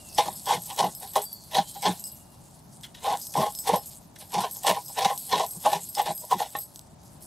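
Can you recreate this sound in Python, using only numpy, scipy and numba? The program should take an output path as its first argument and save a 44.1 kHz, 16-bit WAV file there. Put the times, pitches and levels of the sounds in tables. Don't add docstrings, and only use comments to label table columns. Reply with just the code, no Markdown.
import sys
import numpy as np
from scipy import signal
from scipy.fft import rfft, irfft, next_fast_len
from scipy.io import wavfile
from scipy.ndimage import uniform_filter1d
from numba import njit

SR = 44100
rng = np.random.default_rng(int(sys.argv[2]) if len(sys.argv) > 2 else 0)


def dump_mix(stems):
    frames = np.atleast_2d(stems).T
    limited = np.clip(frames, -1, 1)
    pcm = np.round(limited * 32767).astype(np.int16)
    wavfile.write(sys.argv[1], SR, pcm)


def boost_factor(decibels):
    exponent = np.asarray(decibels, float) / 20
    return 10 ** exponent


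N = 320166
STEP = 1024


def curve(rows, outside=-120):
    s, *columns = np.transpose(rows)
    span = np.arange(int(s[0] * SR), min(int(s[-1] * SR) + 1, N))
    out = np.full((len(columns), N), 1. * outside)
    out[:, span] = [np.interp(span / SR, s, c) for c in columns]
    return out


def unit(x):
    return x / np.sqrt(np.mean(x ** 2))


def colour(x, points):
    hz, db = np.transpose(points)
    size = next_fast_len(N, True)
    f = np.maximum(np.arange(size // 2 + 1) * SR / size, 1)
    gain = boost_factor(np.interp(np.log(f), np.log(hz), db))
    return irfft(rfft(x, size) * gain, size)[:N]


def grains(per_s, spread_db):
    at = np.flatnonzero(rng.random(N) < per_s / SR)
    out = np.zeros(N)
    out[at] = rng.choice([-1, 1], len(at)) * boost_factor(spread_db * rng.standard_exponential(len(at)))
    return out


def flutter(per_s):
    k = int(SR / per_s)
    steps = np.repeat(rng.standard_normal(N // k + 1), k)[:N]
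    return unit(uniform_filter1d(steps, k))


def held(steps):
    count = N // STEP + 1
    values = np.repeat(rng.standard_normal(count), steps)[:count]
    return np.roll(values, rng.integers(steps))


@njit
def ring(force, pole, gain, step):
    out, z = np.empty(len(force)), 0j
    for i in range(len(force)):
        z = z * pole[i // step] + force[i] * gain[i // step]
        out[i] = z.imag
    return out


def mode(x, hz, width_hz, drift=0., grip_db=0., vary_db=0.):
    moving_hz = hz * (1 + drift * held(2))
    moving_width = width_hz * boost_factor(grip_db * held(2))
    pole = np.exp((2j * moving_hz - moving_width) * np.pi / SR)
    return ring(x, pole, boost_factor(vary_db * held(2)), STEP)


def body(x, modes, drift=.015, vary_db=1.6, lift=lambda hz: 1):
    out = np.zeros(N)
    for k, (hz, width, db) in enumerate(modes):
        sound = mode(x * lift(hz), hz, width, drift, 1.96, vary_db)
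        out += (-1) ** k * boost_factor(db) * width * sound
    return unit(out)


# pitch_hz [Hz], level_db [dB per Hz]
GARDEN_COLOUR = [(12, -37), (20, -9.5), (154, 3), (357, -10), (499, -17.5), (590, -9.5), (897, -10.5),
                 (1150, -19.5), (2080, -29.5), (6540, -30), (9400, -41), (11800, -39), (16000, -44)]
# time_s [s], level_db [dB]
GARDEN_SWELL = [(0.0, -59), (1.29, -61.5), (3.66, -60.5), (5.03, -62), (5.5, -61), (6.35, -64), (7.26, -59)]
# pitch_hz [Hz], side_minus_mid_db [dB]
GARDEN_WIDTH = [(25, -20), (120, -12), (700, -2), (3000, -2), (9000, 0), (14000, -1)]


def garden():
    swell, = curve(GARDEN_SWELL, outside=GARDEN_SWELL[-1][1])
    gain = boost_factor(-52.5 + 1.03 * (swell - swell.mean()) + 0.091 * flutter(6.6))
    mid, other = (unit(colour(rng.standard_normal(N), GARDEN_COLOUR)) for _ in range(2))
    side = 0.12 * mid + colour(other, GARDEN_WIDTH)
    return gain * np.array([mid + side, mid - side])


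# time_s [s], pitch_hz [Hz], level_db [dB]
BIRD_NOTES = [
    [(1.2, 4970, -58), (1.27, 4660, -44), (1.38, 4330, -60), (1.48, 4070, -61), (1.8, 3920, -55),
     (1.85, 3900, -77)],
    [(1.52, 2840, -88), (1.62, 3166, -48), (1.8, 3110, -60), (1.84, 3150, -77)],
    [(1.2, 3390, -47.5), (1.32, 3560, -77), (1.5, 3430, -87)],
    [(0, 2830, -57), (.12, 2600, -59), (.2, 2700, -83)],
    [(2.0, 2760, -63), (2.08, 2878, -71), (2.45, 2740, -77), (2.6, 2780, -93)],
]


def bird():
    out = np.zeros(N)
    for note in BIRD_NOTES:
        hz, db = curve(note)
        hz = np.abs(hz) * (1 + .005 * flutter(80))
        out += boost_factor(db + 3.4 * flutter(39.9)) * np.sin(2 * np.pi * np.cumsum(hz) / SR)
    lag = np.arange(SR // 2) / SR
    echoes = rng.standard_normal(len(lag)) * np.exp(-lag / 0.12)
    return boost_factor(-4) * out + boost_factor(-37) * signal.fftconvolve(out, echoes)[:N]


# time_s [s], husk_crackle_db [dB]
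BUSY_HANDS = [(0, -58), (.3, -53), (1.25, -54.5), (1.37, -61), (1.5, -61), (1.7, -53), (1.96, -54.5),
              (2.3, -65.5), (2.92, -70), (3.21, -52.5), (3.92, -55), (4.12, -75), (4.2, -61.5),
              (4.6, -53.5), (6.3, -53.5), (6.62, -58.5), (6.9, -74), (7.26, -64.5)]


def busy_hands():
    level_db, = curve(BUSY_HANDS, outside=BUSY_HANDS[-1][1])
    return level_db


# pitch_hz [Hz], width_hz [Hz], level_db [dB]
FIBRES = [(4530, 1410, -3.5), (6480, 1780, 0), (8160, 2250, 2.5), (10820, 2750, 1.5), (12680, 2670, -3),
          (14000, 1700, -9)]


def crackle(db, rough_db):
    snaps = unit(grains(2800, 1.87)) * boost_factor(rough_db * flutter(50))
    thin = signal.butter(3, 2800, "high", fs=SR, output="sos")
    patchy = body(snaps, FIBRES, drift=.03, vary_db=1.2)
    return unit(signal.sosfilt(thin, patchy)) * boost_factor(db + 8.0)


# start_s [s], crackle_db [dB]
RUSTLES = [
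    (2.72, -54),
    (2.82, -56),
    (2.96, -75),
    (4.185, -50),
    (7.04, -58),
    (7.206, -48),
]


def grip():
    s, db = np.transpose(RUSTLES)
    push, lag = np.zeros(N), np.arange(SR // 4) / SR
    push[(s * SR).astype(int)] = boost_factor(db)
    rise_s, fade_s = 0.018, 0.027
    shape = (1 - np.exp(-lag / rise_s)) * np.exp(-lag / fade_s)
    return np.abs(signal.fftconvolve(push, shape)[:N])


def husk(crackle_db):
    return boost_factor(-0.5) * crackle(0, 1.95) * (boost_factor(crackle_db) + grip())


# start_s [s], tick_db [dB], then ring_db [dB] of the third, second and first mode order
CLINKS = [(0.147, -31, -46, -37, -36.5), (0.178, -15, -41, -43, -31), (0.237, -30, -47, -43, -50),
          (0.3282, -30, -43, -44, -55), (0.3551, -34, -44, -48, -41), (0.4577, -19, -37, -34.5, -35),
          (0.62, -27, -40, -39, -52), (0.6574, -27, -35, -36, -50), (0.9497, -27, -35.5, -38, -38),
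          (1.0753, -29, -42, -47, -60), (1.1353, -25, -38, -42, -46), (1.1593, -24, -39, -43, -52),
          (1.2177, -20, -33, -32, -53), (1.3287, -30, -35.5, -45, -54), (1.438, -34, -51, -56, -68),
          (1.512, -32, -46, -52, -44), (1.5464, -22, -38, -49, -36), (1.8218, -22, -38, -34, -35),
          (1.9964, -29, -38, -41, -54), (2.0398, -27, -36, -31, -32.5), (2.1175, -32, -41, -42, -56),
          (2.203, -40, -64, -54, -63), (2.3431, -44, -68, -57, -66), (2.5915, -37, -64, -59, -64),
          (2.8105, -33, -55, -52, -59), (2.9447, -46, -68, -66, -59), (3.0315, -33, -63, -45, -44),
          (3.1725, -18, -45, -42, -53), (3.1996, -27, -46, -50, -59), (3.2146, -26, -38, -33, -36),
          (3.269, -20, -41, -41, -43), (3.3388, -21, -50, -41, -41), (3.3707, -26, -41, -32.5, -42),
          (3.5505, -17, -37, -32, -36), (3.5877, -23, -36, -32, -41)]
LATER_CLINKS = [(3.5886, -20, -36, -30, -44), (3.6697, -24, -37, -35, -41), (3.8592, -29, -37, -40.5, -50),
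                (4.1601, -43, -62, -53, -62), (4.1875, -38, -47, -57, -56), (4.2953, -38, -50, -45, -52),
                (4.404, -30, -41, -38, -38), (4.5108, -23, -34, -35.5, -49), (4.6335, -22, -36, -35, -44),
                (4.6659, -16, -32, -34, -38), (4.8817, -24, -38.5, -36, -41), (5.177, -14, -33, -31, -43),
                (5.2925, -25, -42, -39, -41), (5.3134, -23, -47, -44, -39), (5.3733, -29, -54, -47, -44),
                (5.464, -20, -37, -33.5, -54), (5.509, -26, -37, -32, -47), (5.8128, -33, -47, -42, -53),
                (5.951, -21, -46, -41, -27.5), (5.988, -24, -45, -33, -47), (6.0165, -21, -37, -35, -44),
                (6.0607, -28, -49, -46, -44), (6.1377, -30, -54, -45, -53), (6.178, -24, -34, -33, -41),
                (6.3137, -29, -50, -41, -39), (6.3845, -28, -39, -43, -46), (6.504, -28, -46, -45, -53),
                (6.5652, -26, -35, -36, -51), (6.587, -25, -31, -33.5, -39.5), (6.7455, -40, -52, -52, -57),
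                (6.7593, -20, -49, -45, -56), (6.793, -21, -61, -49, -54), (7.036, -39, -59, -63, -65)]
# start_s [s], peak_db [dB], colour_hz [Hz]
TAPS = [(0.7626, -24, 6400), (0.777, -21, 6340), (0.917, -43, 11500), (1, -26, 11500), (1.2404, -18, 11400),
        (1.255, -20, 11600), (1.3177, -34, 11600), (1.7175, -38, 8040), (1.8115, -28, 8280),
        (2.0696, -19, 11600), (2.1564, -35, 11500), (3.0968, -34, 4130), (3.1263, -27, 7600),
        (3.3232, -37, 8130), (3.5224, -28, 7870), (3.7593, -15, 8150), (3.869, -36, 8120),
        (4.321, -25, 6450), (4.5205, -22, 11900), (4.568, -20, 11500), (4.849, -28, 11600),
        (4.984, -23, 4200), (5.2087, -29, 8140), (5.2194, -30, 7900), (5.391, -34, 4140),
        (5.5484, -30, 7850), (5.6027, -29, 11500), (5.6275, -28, 6490), (5.7183, -19, 11400),
        (5.8989, -31, 8060), (5.9293, -29, 8080), (5.9509, -18.5, 5300), (5.9683, -27, 4340),
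        (6.1218, -27, 8020), (6.1663, -24, 11900), (6.2501, -25, 11400), (6.3419, -29, 8500),
        (7.2065, -45, 7900), (7.224, -31, 11600)]
# pitch_hz [Hz], level_db [dB]
RINGS = [
    [(11480, -3), (11530, 0), (11580, 0), (11640, 0), (11920, -5), (12050, -6), (12280, -5), (12560, -6)],
    [(7710, -8), (7870, -4), (8050, 0), (8110, -1), (8215, -2), (8290, -3), (8400, -5)],
    [(4985, -2), (5110, -5), (5230, 0)],
    [(15000, -2), (15230, 0), (15350, -2), (15530, -1)],
]
RING_FALL_S = (0.11, 0.097, 0.11, 0.099)


def bangles(crackle_db):
    rows = np.array([*CLINKS, *LATER_CLINKS])
    bounce = np.cumsum(rng.random((len(rows), 4)), axis=1)
    bounce_s = 0.028 * (bounce - bounce[:, :1])
    at = ((rows[:, :1] + bounce_s) * SR).astype(int)
    fade = boost_factor(-5.0 * np.arange(4))
    third_db, second_db, first_db = rows[:, 2], rows[:, 3] - 1.5, rows[:, 4] - 1.5
    order_db = [third_db, second_db, first_db, third_db - 10]

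    chatter_db = -49 + 1.96 * (crackle_db + 51.5) + 0.61 * flutter(8)
    chatter = unit(grains(220, 2.95)) * boost_factor(chatter_db)
    s, tap_db, _ = np.transpose(TAPS)
    rattle = chatter.copy()
    rattle[(s * SR).astype(int)] = boost_factor(tap_db + 3.5)
    loose = np.flatnonzero(rattle)

    out = np.zeros(N)
    for modes, db, fall_s, loose_db in zip(RINGS, order_db, RING_FALL_S, (-26.5, -27.5, -33.5, -35)):
        share = rng.standard_normal((len(rows), 4, len(modes)))
        share[:, 0] /= np.sqrt(np.mean(share[:, 0] ** 2, axis=1, keepdims=True))
        for k, (hz, mode_db) in enumerate(modes):
            force = np.zeros(N)
            force[loose] = rattle[loose] * boost_factor(loose_db) * rng.standard_normal(len(loose))
            force[at] += boost_factor(db[:, None] - 5.0) * fade * share[:, :, k]
            width_hz = np.log(1000) / (np.pi * fall_s)
            out += boost_factor(mode_db) * mode(force, hz, width_hz, 0.0042, 4)

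    tick = chatter * boost_factor(-25)
    tick[at] += boost_factor(rows[:, 1:2] + 8) * fade ** 3
    rasp = rng.standard_normal(128) * np.exp(-np.arange(128) / 22) * 1.1
    rasp = signal.sosfilt(signal.butter(2, 11500, fs=SR, output="sos"), rasp)
    thin = signal.butter(4, 4400, "high", fs=SR, output="sos")
    return signal.sosfilt(thin, out + np.convolve(tick, rasp / 4)[:N])


def taps():
    out, lag = np.zeros(N), np.arange(256) / SR
    for s, db, hz in TAPS:
        rasp = rng.standard_normal(256) * np.exp(-lag / 0.00092)
        edges = np.clip([hz * 0.9, hz * 1.1], 2000, 16000)
        click = signal.sosfilt(signal.butter(1, edges, "band", fs=SR, output="sos"), rasp)
        out[int(s * SR):][:256] += boost_factor(db - 6) * click / np.abs(click).max()
    return out


# start_s [s], hold_s [s], first_db [dB], last_db [dB], blade_minus_shell_db [dB]
STROKES = [(0.19, 0.16, -25.5, -53, -5.5), (0.493, 0.056, -19, -18.5, -10.5),
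           (0.796, 0.075, -16, -26.5, -13), (1.168, 0.061, -27.5, -42.5, -9.5),
           (1.536, 0.049, -29, -21, -8.5), (1.864, 0.084, -19.5, -41.5, -5),
           (3.047, 0.097, -24.5, -24.5, -10.5), (3.375, 0.098, -20, -25.5, -12.5),
           (3.681, 0.087, -19.5, -29.5, -10), (4.34, 0.11, -26.5, -30.5, -8.5),
           (4.674, 0.1, -15.5, -35, -8.5), (4.989, .14, -18, -34.5, -9), (5.317, 0.13, -24.5, -32.5, -8.5),
           (5.665, 0.059, -21, -39, -7), (5.725, 0.046, -26, -30, -9.5), (5.999, 0.0098, -14.5, -22, -11.5),
           (6.076, 0.031, -28, -28.5, -10.5), (6.328, 0.007, -22, -28.5, -9.5),
           (6.404, 0.063, -28.5, -42.5, -4.5)]
# start_s [s], pressure_db [dB], blade_minus_shell_db [dB]
TOUCHES = [
    (0.707, -28.5, -11.5),
    (1.031, -31, -11),
    (1.762, -40.5, -11),
    (2.346, -51, -12),
    (4.22, -41.5, -5),
    (4.563, -42.5, -13),
    (4.9, -46, -10),
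    (5.554, -45, -26),
    (6.236, -40, -18),
    (6.56, -32, -8.5),
]
# start_s [s], shell_peak_db [dB], blade_minus_shell_db [dB], fade_s [s]
BITES = [(0.185, -2.5, -12.5, 0.0086), (0.259, -15, -15, 0.01), (0.282, -9.5, -20, 0.0038),
         (0.467, -21.5, -14, 0.011), (0.505, -36, 1, 0.0067), (0.521, -30, -10, 0.011),
         (0.792, -33, 5.5, 0.0077), (1.159, -2.5, -12.5, 0.013), (1.549, -19.5, -4.5, 0.029),
         (1.825, -21.5, -12, 0.02), (1.849, -11, -50, 0.017), (3.05, -26, -26, 0.022),
         (5.397, -11.5, -11, 0.0096), (3.354, -10, -24, 0.016), (3.695, -1, -38, 0.005),
         (3.734, -7, -21.5, 0.018), (4.342, -17, -4.5, 0.0066), (4.383, -21.5, -7.5, 0.05),
         (4.644, -18, -21, 0.013), (4.672, -18, -9, 0.023), (5.05, -12.5, -8.5, 0.013),
         (5.32, -13.5, -9, 0.01), (5.331, -6, -18, 0.01), (5.664, -5, -28, 0.0066),
         (5.73, -15, -10.5, 0.016), (5.997, -20.5, -11, 0.0063), (6.061, -18, -6, 0.013),
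         (6.313, -7.5, -18, 0.0069), (6.335, -9.5, -13, 0.0048), (6.403, -15, -32, 0.012),
         (0.493, -19, -9, 0.0066), (0.806, -14, -15, 0.0065), (.847, -18.5, -21, 0.0061),
         (1.577, -23.5, -14, 0.0049), (3.069, -12, -25, 0.0067), (3.117, -18, -16, 0.0091),
         (3.416, -29, -18, 0.0058), (4.398, -22, -15, .008), (4.438, -17, -23, 0.019),
         (4.694, -10.5, -11.5, 0.011), (4.765, -20.5, -18, 0.011), (5.012, -17, -11, 0.006),
         (5.102, -19.5, -19, 0.014), (5.381, -20, 0, 0.005), (5.432, -14.5, -17, 0.0076),
         (5.651, -13.5, -20, .008), (5.972, -17.5, -15, 0.007), (6.324, -8.5, -27, 0.0043),
         (6.46, -27, -15, 0.0042)]
# start_s [s], blade_peak_db [dB], fade_s [s]
NICKS = [
    (2.835, -30, 0.023),
    (2.947, -36, 0.032),
    (4.16, -37, 0.014),
    (4.637, -28, 0.0089),
    (.18, -29, 0.011),
    (5.952, -38, 0.0059),
    (3.342, -21.5, 0.0088),
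]


def pressure():
    shell, blade = np.zeros(N), np.zeros(N)
    lag = np.arange(-SR // 8, SR // 3) / SR
    touches = [(s, .003, db, db, more_db) for s, db, more_db in TOUCHES]
    attack_db_s, release_db_s = 863, 544
    for s, hold, first, last, more_db in [*STROKES, *touches]:
        hold = max(hold, .002)
        held_db = first + (last - first) * np.clip(lag / hold, 0, 1)
        edge_db = attack_db_s * np.minimum(lag, 0) - release_db_s * np.maximum(lag - hold, 0)
        start = int(s * SR) - SR // 8
        span = slice(start, start + len(lag))
        shell[span] += boost_factor(held_db + edge_db - 5.5)
        blade[span] += boost_factor(held_db + 0.83 * edge_db + more_db - 3.5)

    lag = np.arange(SR // 10) / SR
    nicks = [(s, db - 23.5, 20, fade) for s, db, fade in NICKS]
    for s, db, more_db, fade in [*BITES, *nicks]:
        shape = boost_factor(db - 7.5) * (1 - np.exp(-lag / 0.0022)) * np.exp(-lag / max(fade, .002))
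        shell[int(s * SR):][:len(lag)] += shape
        blade[int(s * SR):][:len(lag)] += shape * boost_factor(more_db)
    return np.roll([shell, blade], -int(0.0043 * SR), axis=1)


# start_s [s], lower_modes_db [dB], upper_modes_db [dB]
GRIPS = [(0, 0.5, 0), (.4, -2.5, 1), (.75, -1, -1.5), (1.1, -1.5, -2), (1.45, 0.5, -1.5), (1.8, -0.5, -0.5),
         (2.9, 1, -1.5), (3.3, 1.5, -0.5), (3.64, -4, -2), (3.72, -1.5, -3), (4.3, -2.5, 1), (4.6, 1, 1),
         (4.94, 0, 1.5), (5.26, -0.5, 0.5), (5.62, 7, 1), (5.705, 0, 0.5), (5.94, 0.5, -2.5),
         (6.05, 5, -1.5), (6.28, -1.5, 3.5), (6.38, 1, -3.5)]


def cupped(hz):
    s, lower_db, upper_db = np.transpose(GRIPS)
    db = lower_db * (550 < hz < 700) + upper_db * (900 < hz < 1200)
    return boost_factor(db)[np.searchsorted(s, np.arange(N) / SR, side="right") - 1]


# pitch_hz [Hz], width_hz [Hz], level_db [dB]
SHELL = [(410.5, 25, -13.5), (484, 46, -11.5), (632.7, 50, -4.5), (736, 143, -6.5), (819.5, 43, 3),
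         (964, 41.8, -3), (1060, 57, -5.5)]
# pitch_hz [Hz], width_hz [Hz], level_db [dB]
BLADE = [(1383, 250, -5), (1533, 226, -1), (1789, 86, 2), (2045, 110, 3.5), (2210, 510, -3), (2990, 300, 1),
         (3372, 182, 5.5), (3845, 200, 3), (4224, 152, 2), (5550, 1430, -5)]


def scraping():
    shell_push, blade_push = pressure()
    catch = boost_factor(1.33 * flutter(90))
    shell_slips = unit(grains(2501, 1.64) * catch)
    blade_slips = unit(grains(1504, 1.73) * catch)

    def driven(slips, push, modes):
        return body(slips * push, modes, lift=cupped) * np.sqrt(np.mean(push ** 2))

    soft = signal.butter(4, 1250, fs=SR, output="sos")
    cavity = signal.sosfilt(soft, driven(shell_slips, shell_push, SHELL))
    steel = driven(blade_slips, blade_push, BLADE)
    tearing = blade_push * crackle(0, 2.6)
    return boost_factor(1.4) * cavity + boost_factor(1.5) * steel + boost_factor(-12.0) * tearing


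# start_s [s], peak_db [dB], length_s [s]
THUDS = [(0.249, -39.5, 0.057), (3.066, -38.5, 0.068), (0.531, -35, 0.047), (0.791, -28, 0.077),
         (1.557, -32, 0.049), (1.855, -23, 0.056), (3.358, -23.5, 0.058), (3.713, -24.5, 0.029),
         (4.331, -31.5, 0.076), (4.675, -35, 0.056), (5.05, -27.5, 0.013), (5.328, -32, 0.074),
         (5.55, -38, 0.032), (5.674, -43.5, 0.096), (5.722, -40, 0.039), (6.076, -35.5, 0.041),
         (6.329, -32, 0.037)]
# pitch_hz [Hz], width_hz [Hz], level_db [dB]
BOARD = [(172, 33, 0.5), (212, 53, -5), (368, 69, -9.5)]


def board():
    push, lag = np.zeros(N), np.arange(SR // 5) / SR
    for s, db, length in THUDS:
        shape = np.exp(-4 * (lag / max(length, .005) - .6) ** 2)
        push[int(s * SR):][:len(lag)] += boost_factor(db) * shape
    thud = body(push * rng.standard_normal(N), BOARD, vary_db=1.0)
    return boost_factor(-3.5) * thud * np.sqrt(np.mean(push ** 2))


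# start_s [s], level_db [dB]
KNOCK = (6.552, -27)
# pitch_hz [Hz], level_db [dB], fall_s [s] to fall by 60 dB
KNOCK_MODES = [(820, 3.5, 0.074), (1090, 1, 0.07), (1270, -20, 0.15), (1820, -1, 0.065), (2600, -12, 0.04),
               (3340, -52, 0.54)]


def knock():
    start_s, level_db = KNOCK
    tap, out = np.zeros(N), np.zeros(N)
    tap[int(start_s * SR)] = boost_factor(level_db)
    for hz, db, fall_s in KNOCK_MODES:
        out += boost_factor(db) * mode(tap, hz, np.log(1000) / (np.pi * fall_s))
    return out


def scene():
    crackle_db = busy_hands()
    near = bird() + husk(crackle_db) + bangles(crackle_db) + taps()
    near = near + scraping() + board() + knock()
    low_cut = signal.butter(3, 110, "high", fs=SR, output="sos")
    wind_cut = signal.butter(3, 40, "high", fs=SR, output="sos")
    return signal.sosfilt(low_cut, near) + signal.sosfilt(wind_cut, garden())


def band_limit(x):
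    return signal.sosfilt(signal.butter(12, 15830, fs=SR, output="sos"), x)


def record(dry):
    top = signal.ellip(10, .2, 80, 15700, fs=SR, output="sos")
    mix = signal.sosfilt(top, dry)
    return band_limit(mix)


dry = scene()
out = record(dry)
dump_mix(out)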